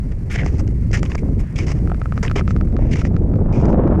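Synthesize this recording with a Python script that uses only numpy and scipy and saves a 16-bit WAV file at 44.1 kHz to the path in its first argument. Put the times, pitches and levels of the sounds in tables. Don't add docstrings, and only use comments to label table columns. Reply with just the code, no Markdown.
import sys
import numpy as np
from scipy import signal
from scipy.fft import rfft, irfft, next_fast_len
from scipy.io import wavfile
from scipy.ndimage import uniform_filter1d, minimum_filter1d, map_coordinates

SR = 44100
rng = np.random.default_rng(int(sys.argv[2]) if len(sys.argv) > 2 else 0)


def unload_wav(signal):
    wavfile.write(
        sys.argv[1],
        SR,
        np.round(np.clip(np.atleast_2d(signal).T, -1, 1) * 32767).astype(np.int16),
    )


N = 176400

# time_s, rumble_db, buffet_db, rough_top_db
GUSTS = [(0, -20.5, -47.5, -50), (.08, -20.5, -39, -53), (.29, -23, -42, -55), (.42, -17.5, -33.5, -39.5),
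         (.6, -16.5, -31.5, -44), (.8, -17.5, -41, -54), (.92, -15.5, -34, -52), (1.15, -21, -35.5, -47),
         (1.24, -18.5, -29, -51.5), (1.42, -15.5, -36, -43), (1.48, -27.5, -52, -66),
         (1.56, -19.5, -34.5, -48.5), (1.86, -16, -33.5, -44.5), (2.02, -20.5, -45.5, -50),
         (2.16, -19, -38.5, -74), (2.36, -17.5, -35, -57.5), (2.62, -14.5, -28.5, -43),
         (2.75, -17.5, -29.5, -40.5), (2.83, -12.5, -26.5, -29), (2.96, -18, -29.5, -45.5),
         (3.22, -15, -28.5, -37.5), (3.5, -15.5, -24.5, -32), (3.64, -13.5, -21, -24),
         (3.8, -16, -21.5, -26), (4, -15, -21, -27)]
# frequency_hz, gain_db
RUMBLE_SPECTRUM = [(10, -20), (22, -3.5), (45, -2), (70, -1), (110, -5), (160, -8.5), (230, -16),
                   (400, -34.5)]
BUFFET_SPECTRUM = [(80, -24), (160, -2), (220, -0.5), (310, -3.5), (420, -8.5), (600, -20.5), (1000, -62)]
ROUGH_TOP_SPECTRUM = [(250, -25), (480, 1), (700, -2.5), (1000, -15.5), (1400, -27), (2000, -38.5),
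                      (3000, -48), (4500, -63.5), (8000, -66)]
# time_s, level_db
HISS_LEVELS = [(0, -53), (.8, -53.5), (1.1, -50.5), (1.3, -54), (1.85, -52), (2.3, -51), (2.7, -55.5),
               (3.8, -63.5)]
# frequency_hz, gain_db
HISS_SPECTRUM = [(300, 4.5), (900, 4.5), (1500, 0.5), (2100, 3), (3600, -17), (4400, -9.5), (9000, -13.5),
                 (11500, -22), (15000, -24)]
# frequency_hz, gain_db
ICE_LOW_SPECTRUM = [(150, -30.5), (380, 5.5), (600, -0.5), (900, -3.5), (1300, -5), (1700, -15),
                    (2600, -34), (6000, -70.5)]
ICE_MIDDLE_SPECTRUM = [(300, -56.5), (700, -30), (1200, -18.5), (1840, -6.5), (2100, -3), (2340, -7),
                       (2900, -13.5), (3650, -22), (4400, -31.5), (9000, -69.5)]
ICE_TREBLE_SPECTRUM = [(1200, -56.5), (3000, -33.5), (4100, -6.5), (5100, 3), (5900, 2), (6700, -0.5),
                       (7600, -6), (8600, -14.5), (10000, -20), (11500, -29.5), (15000, -40.5)]
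# start_s, length_s, low_db, middle_db, middle_hz, treble_db, fall_db
CRUNCHES_AND_RUSTLES = [ (0.116, 0.0057, -47, -45, 2000, -57.5, 0),
                        (0.298, 0.063, -45, -32.5, 2060, -44.5, -6),
                        (0.375, 0.04, -49, -33, 2020, -50.5, 0),
                        (0.421, 0.064, -45, -44, 1980, -52.5, -7.5),
                        (0.492, 0.11, -49.5, -55.5, 2170, -58, -3), (0.58, 0.02, -37, -45, 2020, -45.5, -9),
                        (0.912, 0.007, -52, -42.5, 2140, -44.5, 11), (0.928, 0.032, -37, -28, 2000, -36, 0),
                        (0.968, 0.029, -38.5, -40, 2190, -44.5, 12.5),
                        (1.049, 0.029, -44, -49, 2200, -52.5, 14.5), (1.095, 0.043, -44, -47, 2020, -52, 5),
                        (1.176, 0.016, -58, -42.5, 2170, -52, -1),
                        (1.39, 0.025, -42.5, -47.5, 2200, -56, 0),
                        (1.556, 0.034, -63, -41.5, 2260, -48.5, 12.5),
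                        (1.58, 0.066, -46.5, -40.5, 2100, -46, 11.5),
                        (1.664, 0.057, -36.5, -39, 2090, -42.5, -6),
                        (1.43, 0.21, -57, -55.5, 1870, -74, 11),
                        (1.75, 0.042, -45.5, -50.5, 1900, -58.5, 1.5),
                        (2.154, 0.033, -42, -51, 1960, -58.5, -4),
                        (2.226, 0.045, -31, -33.5, 1990, -42, 10.5),
                        (2.354, 0.043, -26.5, -31, 2190, -41.5, 1),
                        (2.47, 0.041, -60, -51.5, 2210, -54.5, -16),
                        (2.787, 0.23, -70, -50, 2010, -63.5, -6), (2.91, 0.026, -54, -40, 2200, -46, 0.5),
                        (2.927, 0.016, -52, -33.5, 2300, -43.5, 2.5),
                        (2.95, 0.069, -42, -41, 2250, -47.5, 0),
                        (3.022, 0.046, -56, -50.5, 2150, -56, -19.5),
                        (3.524, 0.14, -53.5, -49.5, 2260, -55, 7), (3.684, 0.052, -52, -60, 2300, -60, 9)]
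# start_s, length_s, level_db
CRYSTAL_SPRAYS = [(0.307, .03, -49), (0.595, .011, -56), (.934, 0.012, -50.5), (1.394, .014, -52),
                  (2.229, 0.0064, -49.5)]
# frequency_hz, gain_db
CRYSTAL_SPECTRUM = [(3000, -25), (7500, 3.5), (10000, -2.5), (15000, -16.5)]
# start_s, low_db, middle_db, middle_hz, treble_db
ICE_CRACKS = [ (0.358, -22.5, -21.5, 1660, -35), (.386, -38, -24, 2040, -49),
              (0.392, -27, -28.5, 2050, -47), (0.432, -35, -29, 1880, -54.5),
              (0.461, -19.5, -28.5, 1790, -33.5), (0.676, -55, -39.5, 2140, -43),
              (1.029, -23, -24.5, 1960, -31.5), (1.039, -36, -39, 1900, -44.5),
              (1.059, -34, -33, 2210, -51.5), (1.117, -31, -26.5, 2010, -46),
              (1.148, -25.5, -32.5, 1780, -43), (1.152, -19.5, -28, 1730, -32),
              (1.587, -30, -26, 2210, -30.5), (2.231, -24, -42, 1910, -31), (2.279, -38, -23.5, 2250, -53),
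              (2.359, -25, -30, 2420, -52), (2.956, -25, -30.5, 2020, -41), (3.05, -21.5, -24.5, 1940, -43),
              (3.654, -38, -36.5, 2080, -41)]
# start_s, length_s, pitch_hz, level_db
SPIKE_SCRAPES = [(0.384, 0.031, 2134, -33.5), (.938, 0.019, 1887, -29.5), (1.176, 0.011, 2294, -41.5),
                 (1.586, 0.019, 2356, -33), (2.926, .03, 2277, -41), (3.528, 0.039, 2410, -44.5)]
# start_s, peak_db
THUMPS = [(.909, -26.5), (1.233, -21.5), (1.288, -23.5), (2.791, -16.5), (3.461, -19), (3.745, -10),
          (3.791, -17.5), (3.838, -15), (3.911, -16.5)]
# frequency_hz, gain_db
THUMP_SPECTRUM = [(100, -6.5), (350, -4.5), (700, 8), (1100, -8), (2000, -20), (3200, -36), (4500, -42),
                  (9000, -69.5)]
SPUTTER_SPECTRUM = [(300, -21), (900, 10.5), (1400, 2), (2200, -14.5), (3300, -27), (4500, -43),
                    (8000, -66)]
# start_s, level_db, snap_offset_db
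MOUNT_SLIPS = [(1.874, -21.5, -23), (1.8988, -21, -40), (1.917, -16.5, -43), (1.9448, -24, -17),
               (2.016, -15.5, -25), (2.0573, -17, -40), (2.1224, -14, -27), (2.1769, -15, -18),
               (2.2978, -22.5, -12), (2.313, -13.5, -14), (2.4099, -13.5, -32), (2.4778, -15.5, -15),
               (2.5075, -16, -17), (2.5633, -18, -17), (2.611, -17.5, -18), (2.6733, -32.5, -14),
               (2.7247, -40, -4.5), (2.7658, -21, -13), (3.0167, -18.5, -19), (3.1422, -30, -19),
               (3.165, -23.5, -10), (3.338, -27.5, -21.5), (3.357, -32, -11.5), (3.493, -38, -19),
               (3.6823, -26, -13.5), (3.7287, -18.5, -22), (3.876, -29, -12.5), (3.9308, -36, -16),
               (3.9534, -33, -14)]
# pitch_hz, gain_db, t60_s
HOUSING_MODES = [(1298, 1, 0.021), (1470, -2.5, 0.0095), (660, 5.5, 0.0043), (2270, -10.5, 0.0055)]
# frequency_hz, gain_db
SNAP_SPECTRUM = [(500, -13), (1500, 14.5), (2800, 1.5), (3300, -8), (4100, -2.5), (5500, -4.5),
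                 (7500, -10.5), (8600, -39), (15000, -55)]

RIPPLE_DB = 1.2
EVENT_T = np.arange(8192) / SR


def amp(db):
    return 10 ** (np.asarray(db) / 20)


def unit(x):
    return x / np.sqrt(np.mean(x ** 2) + 1e-20)


def along(spectrum, hz):
    knots_hz, db = np.transpose(spectrum)
    return np.interp(np.log(hz + 1), np.log(knots_hz + 1), db)


def curves(rows):
    times, *columns = np.transpose(rows)
    return [np.interp(np.arange(N) / SR, times, column) for column in columns]


def wobble(per_s, size=len(EVENT_T)):
    return map_coordinates(rng.standard_normal(2048), [np.arange(size) * per_s / SR], mode="mirror")


def coloured(x, spectrum):
    closed = [(1, -100)] + list(spectrum) + [(spectrum[-1][0] * 2, -120)]
    return unit(irfft(rfft(x) * amp(along(closed, np.fft.rfftfreq(N, 1 / SR))), N))


def impulse(spectrum, shift, ripple_db=RIPPLE_DB, size=1024):
    hz = np.fft.rfftfreq(size, 1 / SR)
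    ripple = map_coordinates(rng.standard_normal(160), [hz / 150])
    cepstrum = irfft(np.log(amp(along(spectrum, hz / shift) + ripple_db * ripple)))
    causal = np.r_[1, np.full(size // 2 - 1, 2), np.zeros(size // 2)]
    click = irfft(np.exp(rfft(cepstrum * causal)))
    return click / np.linalg.norm(click)


def add(out, start_s, x):
    i = max(0, round(start_s * SR))
    out[i:i + len(x)] += x[:max(0, len(out) - i)]


def wind(flutters_per_s=130, surges_per_s=40, steady_s=0.06):
    rumble_db, buffet_db, top_db = curves(GUSTS)
    flutter = np.tanh(wobble(flutters_per_s, N) + 0.78 * wobble(surges_per_s, N))
    rumble = coloured(rng.standard_normal(N), RUMBLE_SPECTRUM)
    buffet = coloured(rng.standard_normal(N) * amp(4 * flutter), BUFFET_SPECTRUM)
    top = coloured(rng.standard_normal(N) * amp(7 * flutter), ROUGH_TOP_SPECTRUM)
    rumble /= np.sqrt(np.abs(uniform_filter1d(rumble ** 2, int(steady_s * SR))))
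    return amp(rumble_db + 0.58) * rumble + amp(buffet_db + 4) * buffet + amp(top_db) * top


def glacier_hiss(grain_db=2):
    level_db, = curves(HISS_LEVELS)
    return amp(level_db + grain_db * wobble(150, N)) * coloured(rng.standard_normal(N), HISS_SPECTRUM)


def pressure(hold_s, rise_s=0.0027, release_s=0.0065):
    return np.minimum(EVENT_T / rise_s, 1) * np.exp(-np.maximum(EVENT_T - hold_s, 0) / release_s)


def grains(load, spectrum, shift, per_s=7500):
    size = len(EVENT_T)
    kicks = load * rng.standard_normal(size) * (rng.random(size) < per_s / SR)
    return unit(signal.fftconvolve(kicks, impulse(spectrum, shift))[:size])


def ice(load, low_db, middle_db, middle_hz, treble_db):
    low = amp(low_db) * grains(load, ICE_LOW_SPECTRUM, 1)
    middle = amp(middle_db) * grains(load, ICE_MIDDLE_SPECTRUM, middle_hz / 2100)
    treble = amp(treble_db) * grains(load, ICE_TREBLE_SPECTRUM, 1)
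    return (low + middle + treble) * np.sqrt(np.mean(load ** 2))


def crunches_and_rustles(clump_db=2, clumps_per_s=266.4):
    out = np.zeros(N)
    for start_s, length_s, *bands, fall_db in CRUNCHES_AND_RUSTLES:
        slope = amp(fall_db * (0.5 - np.minimum(EVENT_T / length_s, 1)))
        clumps = unit(amp(clump_db * wobble(clumps_per_s)))
        add(out, start_s, ice(pressure(length_s) * slope * clumps, *bands))
    return out


def sprays():
    out = np.zeros(N)
    for start_s, length_s, db in CRYSTAL_SPRAYS:
        add(out, start_s, amp(db) * pressure(length_s) * grains(1, CRYSTAL_SPECTRUM, shift=0.94))
    return out


def cracks():
    out = np.zeros(N)
    burst = pressure(hold_s=0.0018, rise_s=0.0014, release_s=0.0017)
    for start_s, *bands in ICE_CRACKS:
        add(out, start_s, ice(burst, *bands))
    return out


def scrapes(sag_hz_per_s=1870, slips_per_s=345):
    out = np.zeros(N)
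    for start_s, length_s, hz, db in SPIKE_SCRAPES:
        phase = 2 * np.pi * np.cumsum(hz - sag_hz_per_s * EVENT_T) / SR
        ring = wobble(slips_per_s) * np.sin(phase) + wobble(slips_per_s) * np.cos(phase)
        add(out, start_s, amp(db) * pressure(length_s) * unit(ring))
    return out


def thumps():
    out = np.zeros(N)
    for start_s, peak_db in THUMPS:
        thump = impulse(THUMP_SPECTRUM, shift=0.85)
        add(out, start_s, amp(peak_db) * thump / np.abs(thump).max())
    return out


def mode(hz, db, t60_s):
    t = np.arange(1024) / SR
    return amp(db - 60 * t / t60_s) * np.sin(2 * np.pi * hz * t)


def mount_ticks(ring_trim_db=-6.5, snap_trim_db=19, detune=0.02, lag_s=0.0008, slip_s=0.00014):
    rings, snaps = np.zeros(N), np.zeros(N)
    for start_s, db, snap_db in MOUNT_SLIPS:
        tuning = 1 + detune * rng.standard_normal()
        ring = sum(mode(hz * tuning, db + ring_trim_db + gain_db + rng.normal(0, 1), t60_s)
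                   for hz, gain_db, t60_s in HOUSING_MODES)
        snap = impulse(SNAP_SPECTRUM, shift=0.93, ripple_db=2 * RIPPLE_DB)
        add(rings, start_s + lag_s, ring)
        add(snaps, start_s + lag_s, amp(db + snap_db + snap_trim_db) * snap)
    add(rings, 1.9175, mode(hz=716, db=-17, t60_s=0.02))
    push = np.exp(-2 * (np.arange(-16, 17) / SR / slip_s) ** 2)
    return np.convolve(rings, push / push.sum(), "same") + snaps


def sputter(pops_per_s=200, loudest_db=-36, exponent=2.37):
    buffet_db = curves(GUSTS)[1]
    pops = (rng.random(N) < pops_per_s / SR) * rng.choice([-1, 1], N) * amp(rng.standard_normal(N))
    return coloured(pops, SPUTTER_SPECTRUM) * amp(loudest_db + exponent * (buffet_db - buffet_db.max()))


def scene():
    steps = crunches_and_rustles() + cracks() + scrapes() + sprays()
    return (steps + glacier_hiss() + mount_ticks() + wind() + sputter() + thumps())[None]


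def record(dry, ceiling=0.65, window_s=0.012, cutoff_hz=15500):
    width = int(window_s * SR)
    needed_gain = np.minimum(1, ceiling / (np.abs(dry) + 1e-9))
    gain = uniform_filter1d(minimum_filter1d(needed_gain, width), width)
    size = next_fast_len(N + 8192)
    passband = np.fft.rfftfreq(size, 1 / SR) < cutoff_hz
    return irfft(rfft(dry * gain, size) * passband, size)[:, :N]


dry = scene()
out = record(dry)
unload_wav(out)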